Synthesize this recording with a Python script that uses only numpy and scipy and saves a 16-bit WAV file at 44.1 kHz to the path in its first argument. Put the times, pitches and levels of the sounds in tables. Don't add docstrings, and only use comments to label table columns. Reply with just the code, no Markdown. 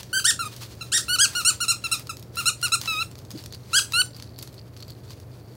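import sys
import numpy as np
from scipy import signal
from scipy.fft import rfft, irfft, next_fast_len
from scipy.io import wavfile
from scipy.ndimage import uniform_filter1d, map_coordinates

SR = 44100
rng = np.random.default_rng(int(sys.argv[2]) if len(sys.argv) > 2 else 0)


def persist_wave(psi):
    counts = np.round(np.clip(psi, -1, 1) * 32767).astype(np.int16)
    wavfile.write(sys.argv[1], SR, np.atleast_2d(counts).T)


N = 245523

# (frequency [Hz], t60 [s])
ROOM_DECAY = [(300, 0.17), (1500, 0.13), (4000, 0.16), (8000, 0.21), (15000, 0.041)]
# (frequency [Hz], gain [dB])
ECHO_COLOUR = [(1500, -3), (2000, -1), (3000, -2), (4700, 0), (6000, 2), (9300, 2), (11000, 1.5),
               (14000, -1.5)]
# (frequency [Hz], relative level [dB])
HISS_COLOUR = [(40, 10), (300, -20), (1500, -8), (5000, -9.5), (10000, 11), (15500, 13)]
# (frequency [Hz], relative level [dB])
RUMBLE_COLOUR = [(15, -68), (25, -27), (37, -26), (58, -9), (91, 0.5), (112, -7.5), (129, -0.5),
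                 (147, -6.5), (262, -13), (289, -11), (393, -13.5), (477, -15.5), (612, -18), (757, -24),
                 (2500, -37.5), (3250, -52.5), (5500, -120)]
# (frequency [Hz], relative level [dB])
BRUSH_COLOUR = [(600, -12), (1000, -2.5), (2000, -5), (3000, -2), (4500, -1), (5800, -3), (8000, -7),
                (12500, -11.5), (15500, -11)]
# (middle [s], length [s], relative level [dB])
FUR_STROKES = [(0.0, 0.046, -41), (0.53, 0.12, -46.5), (0.637, 0.043, -38.5), (0.71, 0.04, -45),
               (1.33, 0.36, -43.5), (1.552, 0.3, -50), (1.93, .12, -43.5), (2.41, 0.089, -42.5),
               (2.646, 0.065, -40), (2.848, 0.042, -37.5), (2.938, 0.19, -44.5), (3.383, 0.095, -49.5),
               (3.75, 0.11, -43), (3.96, 0.14, -43.5), (4.183, 0.052, -53.5), (4.436, 0.047, -51),
               (4.817, 0.036, -59), (5.107, 0.084, -51)]
# (time [s], relative level [dB])
RUSTLE_FLOOR = [(0, -56.5), (1.2, -51), (2.3, -60.5), (3.2, -60.5), (4.6, -60.5), (5.57, -60)]
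# (middle [s], length [s], relative level [dB])
PAW_BOUTS = [(3.376, 0.045, -50), (3.54, 0.041, -45), (4.205, 0.22, -56), (4.404, 0.09, -49.5),
             (4.6, 0.025, -46), (4.82, 0.036, -42.5), (4.92, 0.052, -51), (5.09, 0.095, -56.5)]
# (time [s], pitch [Hz], level [dB], t60 [s])
FLOOR_KNOCKS = [(3.338, 213, -27, 0.094), (3.351, 310, -21, 0.044)]
# (time [s], relative level [dB], treble [dB])
CLEAR_TICKS = [(0.0311, -21.5, -7), (0.5636, -23.5, -3), (1.332, -29, 25), (1.9955, -21, 0.5),
               (2.0705, -21.5, -6), (2.1692, -22.5, -7), (2.195, -31, 5.5), (2.2263, -28, -5.5),
               (2.3563, -22.5, 16), (2.615, -22, 4), (2.6817, -17, -3), (2.814, -16.5, -4.5),
               (2.8274, -24.5, 0), (2.8358, -19.5, -9), (2.858, -17, -16.5), (3.1136, -30, -2),
               (3.1543, -30.5, -8.5), (3.1885, -25.5, -6), (3.25, -31, -9), (3.3056, -21.5, -5.5),
               (3.314, -24.5, -3), (3.3845, -29, 0), (3.4385, -26, -4), (3.46, -23.5, -2),
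               (3.5245, -23, -6), (3.548, -29.5, -1), (3.922, -16.5, -6), (4.1654, -30, 7),
               (4.199, -25.5, -13), (4.224, -23.5, -5), (4.388, -23.5, -1), (4.4261, -17.5, 0),
               (4.4748, -28, -7), (4.7653, -27.5, -13.5), (4.8253, -28.5, -6.5), (4.904, -27.5, 4.5),
               (5.106, -27, -9)]
# (frequency [Hz], relative level [dB])
CONTACT_COLOUR = [(500, -57), (900, 2), (1800, -7.5), (3200, -6.5), (4300, -2.5), (5800, -5.5), (9000, -10),
                  (12000, -9), (15500, -9.5)]
# (frequency [Hz], relative level [dB])
REED_LIGHT = [(1200, -4), (1500, -8), (2500, -6.5), (3000, -9), (4100, -7.5), (5400, -12), (6800, -12.5),
              (8400, -13), (9600, -11), (11000, -16.5), (15000, -12)]
REED_FULL = [(1200, -8.5), (1500, -7.5), (1900, -8.5), (2600, -11.5), (3300, -9), (4200, -7), (5600, -10.5),
             (6800, -10.5), (8400, -6.5), (9600, -12), (11000, -17), (15000, -22.5)]
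# (frequency [Hz], relative level [dB])
AIR_COLOUR = [(800, -46), (1300, -4), (2100, 11), (3000, 5), (4500, 6), (6000, 15), (8500, -42),
              (11000, -21), (15500, -45.5)]
# (middle [s], length [s], pitch change [Hz], level change [dB])
GRIP_SHIFTS = [(0.147, 0.023, 91.5, 0.5), (0.175, 0.013, -38, 3.5), (0.255, 0.0053, 5, 6),
               (0.273, 0.0072, 42.5, -3), (0.969, 0.0068, 89, -3), (1.087, 0.0079, -51, -4),
               (1.098, 0.015, 46, -1.5), (1.12, 0.013, -8.5, -1.5), (2.963, .072, -112, 0),
               (3.018, 0.0088, 26, -1), (4.005, 0.024, 11, 3)]
# (start [s], length [s], time to crest [s], onset pitch [Hz], crest pitch [Hz],
#  roundness of the fall [1 = straight], crest level [dB],
#  room send [dB], fundamental [dB], presence [dB], edge [dB])
SQUEEZES = [ (0.129, .074, 0.06, 1399, 1607, 2.8, -21, 2.5, 3.5, -2, 2.5),
            (0.242, .073, 0.039, 1274, 1873, 3, -15.5, 2, -1.5, 4, 4),
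            (0.391, 0.056, 0.021, 1357, 1395, 0.83, -24.5, -.5, 7, 1, 2),
            (0.452, 0.026, 0.014, 1240, 1251, 1.6, -31, -2, 9.5, 4, 10),
            (0.809, 0.021, 0.006, 1325, 1373, 2.6, -29, 4, -7, -2.5, -10.5),
            (0.918, 0.068, 0.028, 1243, 1896, 3, -15.5, 7.5, -5, 3.5, 1),
            (1.082, 0.084, 0.061, 1370, 1504, 2.5, -20, -2, -2, -6, 0),
            (1.185, 0.076, .033, 1298, 1650, 2.75, -13.5, .5, -5, 3, 0),
            (1.35, 0.071, 0.015, 1356, 1445, 2.63, -22, 3, -1.5, -0.5, -2),
            (1.448, 0.066, 0.046, 1314, 1512, 0.61, -14, -0.5, -6, 2.5, 2.5),
            (1.603, 0.052, 0.014, 1303, 1444, 1.87, -21.5, 0.5, -1.5, 5, 2),
            (1.681, 0.048, .031, 1326, 1412, 0.73, -15.5, 3, -6, 2, 2.5),
            (1.839, 0.034, 0.017, 1366, 1352, 2.6, -25, -1.5, -9.5, -4, -9),
            (1.914, 0.044, 0.017, 1270, 1418, 0.48, -17, 1.5, -5.5, -1, 4.5),
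            (2.093, 0.021, 0.0042, 1320, 1346, 1.3, -26, 3, 3, 3, 2.5),
            (2.369, 0.048, 0.026, 1320, 1420, 1.2, -23, 4, 1, -0.5, -2),
            (2.456, 0.048, 0.032, 1283, 1450, 0.54, -15, 1, -1.5, 2, 1.5),
            (2.627, 0.048, 0.018, 1370, 1452, 1.47, -20, -1.5, -4.5, -1, -0.5),
            (2.719, 0.041, 0.028, 1263, 1414, 0.53, -15, -0.5, -3.5, -1, -2),
            (2.875, 0.157, 0.15, 1329, 1381, 1, -21.5, -2, -5, -8, -14.5),
            (3.731, 0.067, .042, 1281, 1660, 2.3, -14, 3, -2, -2, -4.5),
            (3.934, .087, .08, 1313, 1502, 2.1, -18, -5, -6.5, -14.5, -6), ]
STALL_HZ = 1192.7


def amp(db):
    return 10 ** (np.asarray(db) / 20)


def unit(x):
    return x / np.sqrt(np.mean(x ** 2) + 1e-20)


def along(points, hz):
    freqs, values = np.transpose(points)
    return np.interp(np.log(hz + 1), np.log(freqs + 1), values)


def wobble(rate, size):
    knots = rng.standard_normal(size // 16)
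    return map_coordinates(knots, [np.arange(size) * rate / SR], mode="mirror")


def filtered(x, gain):
    size = x.shape[-1]
    padded = next_fast_len(size + 4096)
    return irfft(rfft(x, padded) * gain(np.fft.rfftfreq(padded, 1 / SR)), padded)[..., :size]


def coloured(x, colour):
    return filtered(x, lambda hz: amp(along(colour, hz)))


def noise(colour, size):
    return unit(coloured(rng.standard_normal(size), colour))


def add(track, start, sound):
    part = track[max(round(start * SR), 0):][:len(sound)]
    part += sound[:len(part)]


def bell(t, middle, length):
    return np.exp(-2 * ((t - middle) / length) ** 2)


def swells(t, rows, base_db):
    power = sum((amp(db) * bell(t, middle, length)) ** 2 for middle, length, db in rows)
    return np.sqrt(amp(base_db) ** 2 + power)


def room(x, sparse_db=-12, sparse_t60=0.2, wash_db=-13, build_s=0.001):
    hz, frame_s, spectrum = signal.stft(rng.standard_normal(SR // 2), SR, nperseg=256)
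    decay = amp(-60 * frame_s / along(ROOM_DECAY, hz)[:, None])
    wash = signal.istft(spectrum * decay, SR, nperseg=256)[1]
    t = np.arange(len(wash)) / SR
    sparse = rng.standard_normal(len(t)) * (rng.random(len(t)) < 0.03) * amp(-60 * t / sparse_t60)
    echoes = amp(wash_db) * wash / np.linalg.norm(wash) + amp(sparse_db) * sparse / np.linalg.norm(sparse)
    echoes *= 1 - np.exp(-t / build_s)
    delayed = np.pad(echoes, (SR // 300, 0))
    return coloured(signal.fftconvolve(x, delayed)[:len(x)], ECHO_COLOUR)


def appliance(rumble_db=-45, hum_hz=116.6, hum_db=-47, waver_db=1):
    phase = 2 * np.pi * hum_hz * np.arange(N) / SR + wobble(12, N)
    hum = amp(hum_db + waver_db * wobble(22, N)) * np.sqrt(2) * np.sin(phase)
    return hum + amp(rumble_db) * noise(RUMBLE_COLOUR, N)


def scratches(count=900, centre_hz=4500, spread=0.06, t60=0.0097, scatter_db=14):
    out, t = np.zeros(N), np.arange(SR // 30) / SR
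    for when, pitch, weakness in rng.random((count, 3)):
        hz = centre_hz * np.exp(spread * (2 * pitch - 1))
        envelope = amp(-scatter_db * weakness - 60 * t / t60)
        add(out, when * N / SR, envelope * np.sin(2 * np.pi * hz * t))
    return unit(out)


def scuffs(flutter_db=4, snaps_per_s=220, brush_db=-2.5, snap_db=-11, scratch_db=-10, pawing_db=-70):
    t = np.arange(N) / SR
    motion = swells(t, FUR_STROKES, np.interp(t, *np.transpose(RUSTLE_FLOOR)))
    snaps = rng.uniform(-0.73, 1, N) * (rng.random(N) < snaps_per_s / SR)
    fibres = unit(coloured(snaps, CONTACT_COLOUR))
    rustle = amp(brush_db) * noise(BRUSH_COLOUR, N) + amp(snap_db) * fibres
    claws = np.hypot(amp(scratch_db) * motion, swells(t, PAW_BOUTS, pawing_db)) * scratches()
    flutter = amp(flutter_db * np.tanh(wobble(45, N)))
    return flutter * (motion * rustle + claws)


def bump(attack_s=0.0024):
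    out, t = np.zeros(N), np.arange(SR // 5) / SR
    for start, hz, db, t60 in FLOOR_KNOCKS:
        envelope = amp(db - 60 * t / t60) * (1 - np.exp(-t / attack_s))
        add(out, start, envelope * np.sin(2 * np.pi * hz * t))
    return out


def faint_ticks(count=30, loudest_db=-32, scatter_db=5.5, treble_db=2):
    return [(when * N / SR, loudest_db - scatter_db * weakness, treble_db)
            for when, weakness in rng.random((count, 2))]


def ticks(t60=0.008, attack_s=0.00032, scrape_db=-15, scrape_t60=0.052, gain_db=-6):
    out, t = np.zeros(N), np.arange(SR // 10) / SR
    for start, db, treble_db in CLEAR_TICKS + faint_ticks():
        tilt = [(1500, -8.5), (4500, 0), (11000, treble_db)]
        grain = unit(coloured(noise(CONTACT_COLOUR, len(t)), tilt))
        scrape = amp(scrape_db - 60 * t / scrape_t60 + 6 * np.tanh(wobble(170, len(t))))
        envelope = (amp(-60 * t / t60) + scrape) * (1 - np.exp(-t / attack_s))
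        add(out, start, amp(db + gain_db) * envelope * grain)
    return out


def grip(t):
    return sum(np.outer([hz, db], bell(t, middle, length)) for middle, length, hz, db in GRIP_SHIFTS)


def voice_db(hz, stall_loss_db=17, recovery_hz=146):
    return -stall_loss_db * np.exp(-np.maximum(hz - STALL_HZ, 0) / recovery_hz)


def squeeze(t, length, crest_s, onset_hz, crest_hz, roundness, crest_db, ease=1.08):
    rise = np.clip(t / crest_s, 0, 1)
    fall = np.clip((t - crest_s) / max(length - crest_s, 1 / SR), 0, 1)
    climb_hz = crest_hz - (crest_hz - onset_hz) * (1 - rise) ** ease
    drop_hz = (crest_hz - STALL_HZ) * fall ** roundness
    return climb_hz - drop_hz, crest_db - voice_db(crest_hz)


def reed(hz, level_db, light_db=-24, full_db=-16, sway_db=2.5, lag_rad=0.099):
    pressure = np.clip((level_db - light_db) / (full_db - light_db), 0, 1)
    harmonics = np.arange(1, 14)[:, None]
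    freqs = harmonics * hz
    colour_db = (1.5 - pressure) * along(REED_LIGHT, freqs) + pressure * along(REED_FULL, freqs)
    sway = sway_db * np.array([wobble(93.5, len(hz)) for _ in harmonics])
    gains = amp(colour_db + sway)
    gains = gains * (freqs < SR / 2) / np.linalg.norm(gains, axis=0)
    phases = 2 * np.pi * harmonics * np.cumsum(hz) / SR - lag_rad * harmonics ** 2
    return np.sqrt(2) * np.sum(gains * np.cos(phases), axis=0)


def squeak(start, push, attack_s=0.0019, release_s=0.001, air_db=-33,
           jitter=0.0036, rasp=0.0075, chatter=0.12, overblown_hz=1550):
    length, size = push[0], SR // 6
    t = np.arange(size) / SR
    push_hz, drive_db = squeeze(t, *push)
    grip_hz, grip_db = grip(start + t)
    hz = uniform_filter1d(push_hz + grip_hz, size=300)
    level_db = drive_db + grip_db + voice_db(hz)
    overblown = np.clip((hz - overblown_hz) / 250, 0, 1)
    hz = hz * (1 + jitter * wobble(684, size) + rasp * overblown * wobble(1620, size))
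    tone = reed(hz, level_db) * (1 + chatter * overblown * wobble(1400, size))
    gate = np.clip(t / attack_s, 0, 1) * np.clip((length + release_s - t) / release_s, 0, 1)
    return gate * amp(level_db) * (tone + amp(air_db) * noise(AIR_COLOUR, size))


def toy():
    out = np.zeros(N)
    for start, *push, send_db, low_db, presence_db, edge_db in SQUEEZES:
        outlet = np.pad(squeak(start, push), (0, SR // 2))
        top_db = -5 + 0.7 * edge_db
        colour = [(1800, low_db), (2700, 0.0028), (4300, 0.01), (5500, presence_db), (7000, presence_db),
                  (8300, edge_db), (9800, edge_db), (12000, top_db), (15000, top_db - 4)]
        direct = coloured(outlet, colour)
        direct *= np.linalg.norm(outlet) / np.linalg.norm(direct)
        at_mic = direct + amp(send_db) * room(outlet)
        add(out, start, at_mic / np.hypot(1, amp(send_db - 5)))
    return out


def scene(hiss_db=-66, contact_send_db=-1.5):
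    contacts = ticks() + bump()
    play = toy() + contacts + amp(contact_send_db) * room(contacts) + scuffs()
    mono = play + appliance() + amp(hiss_db) * noise(HISS_COLOUR, N)
    return np.array([mono, mono])


def record(dry, top_hz=15800):
    return filtered(dry, lambda hz: hz < top_hz)


dry = scene()
out = record(dry)
persist_wave(out)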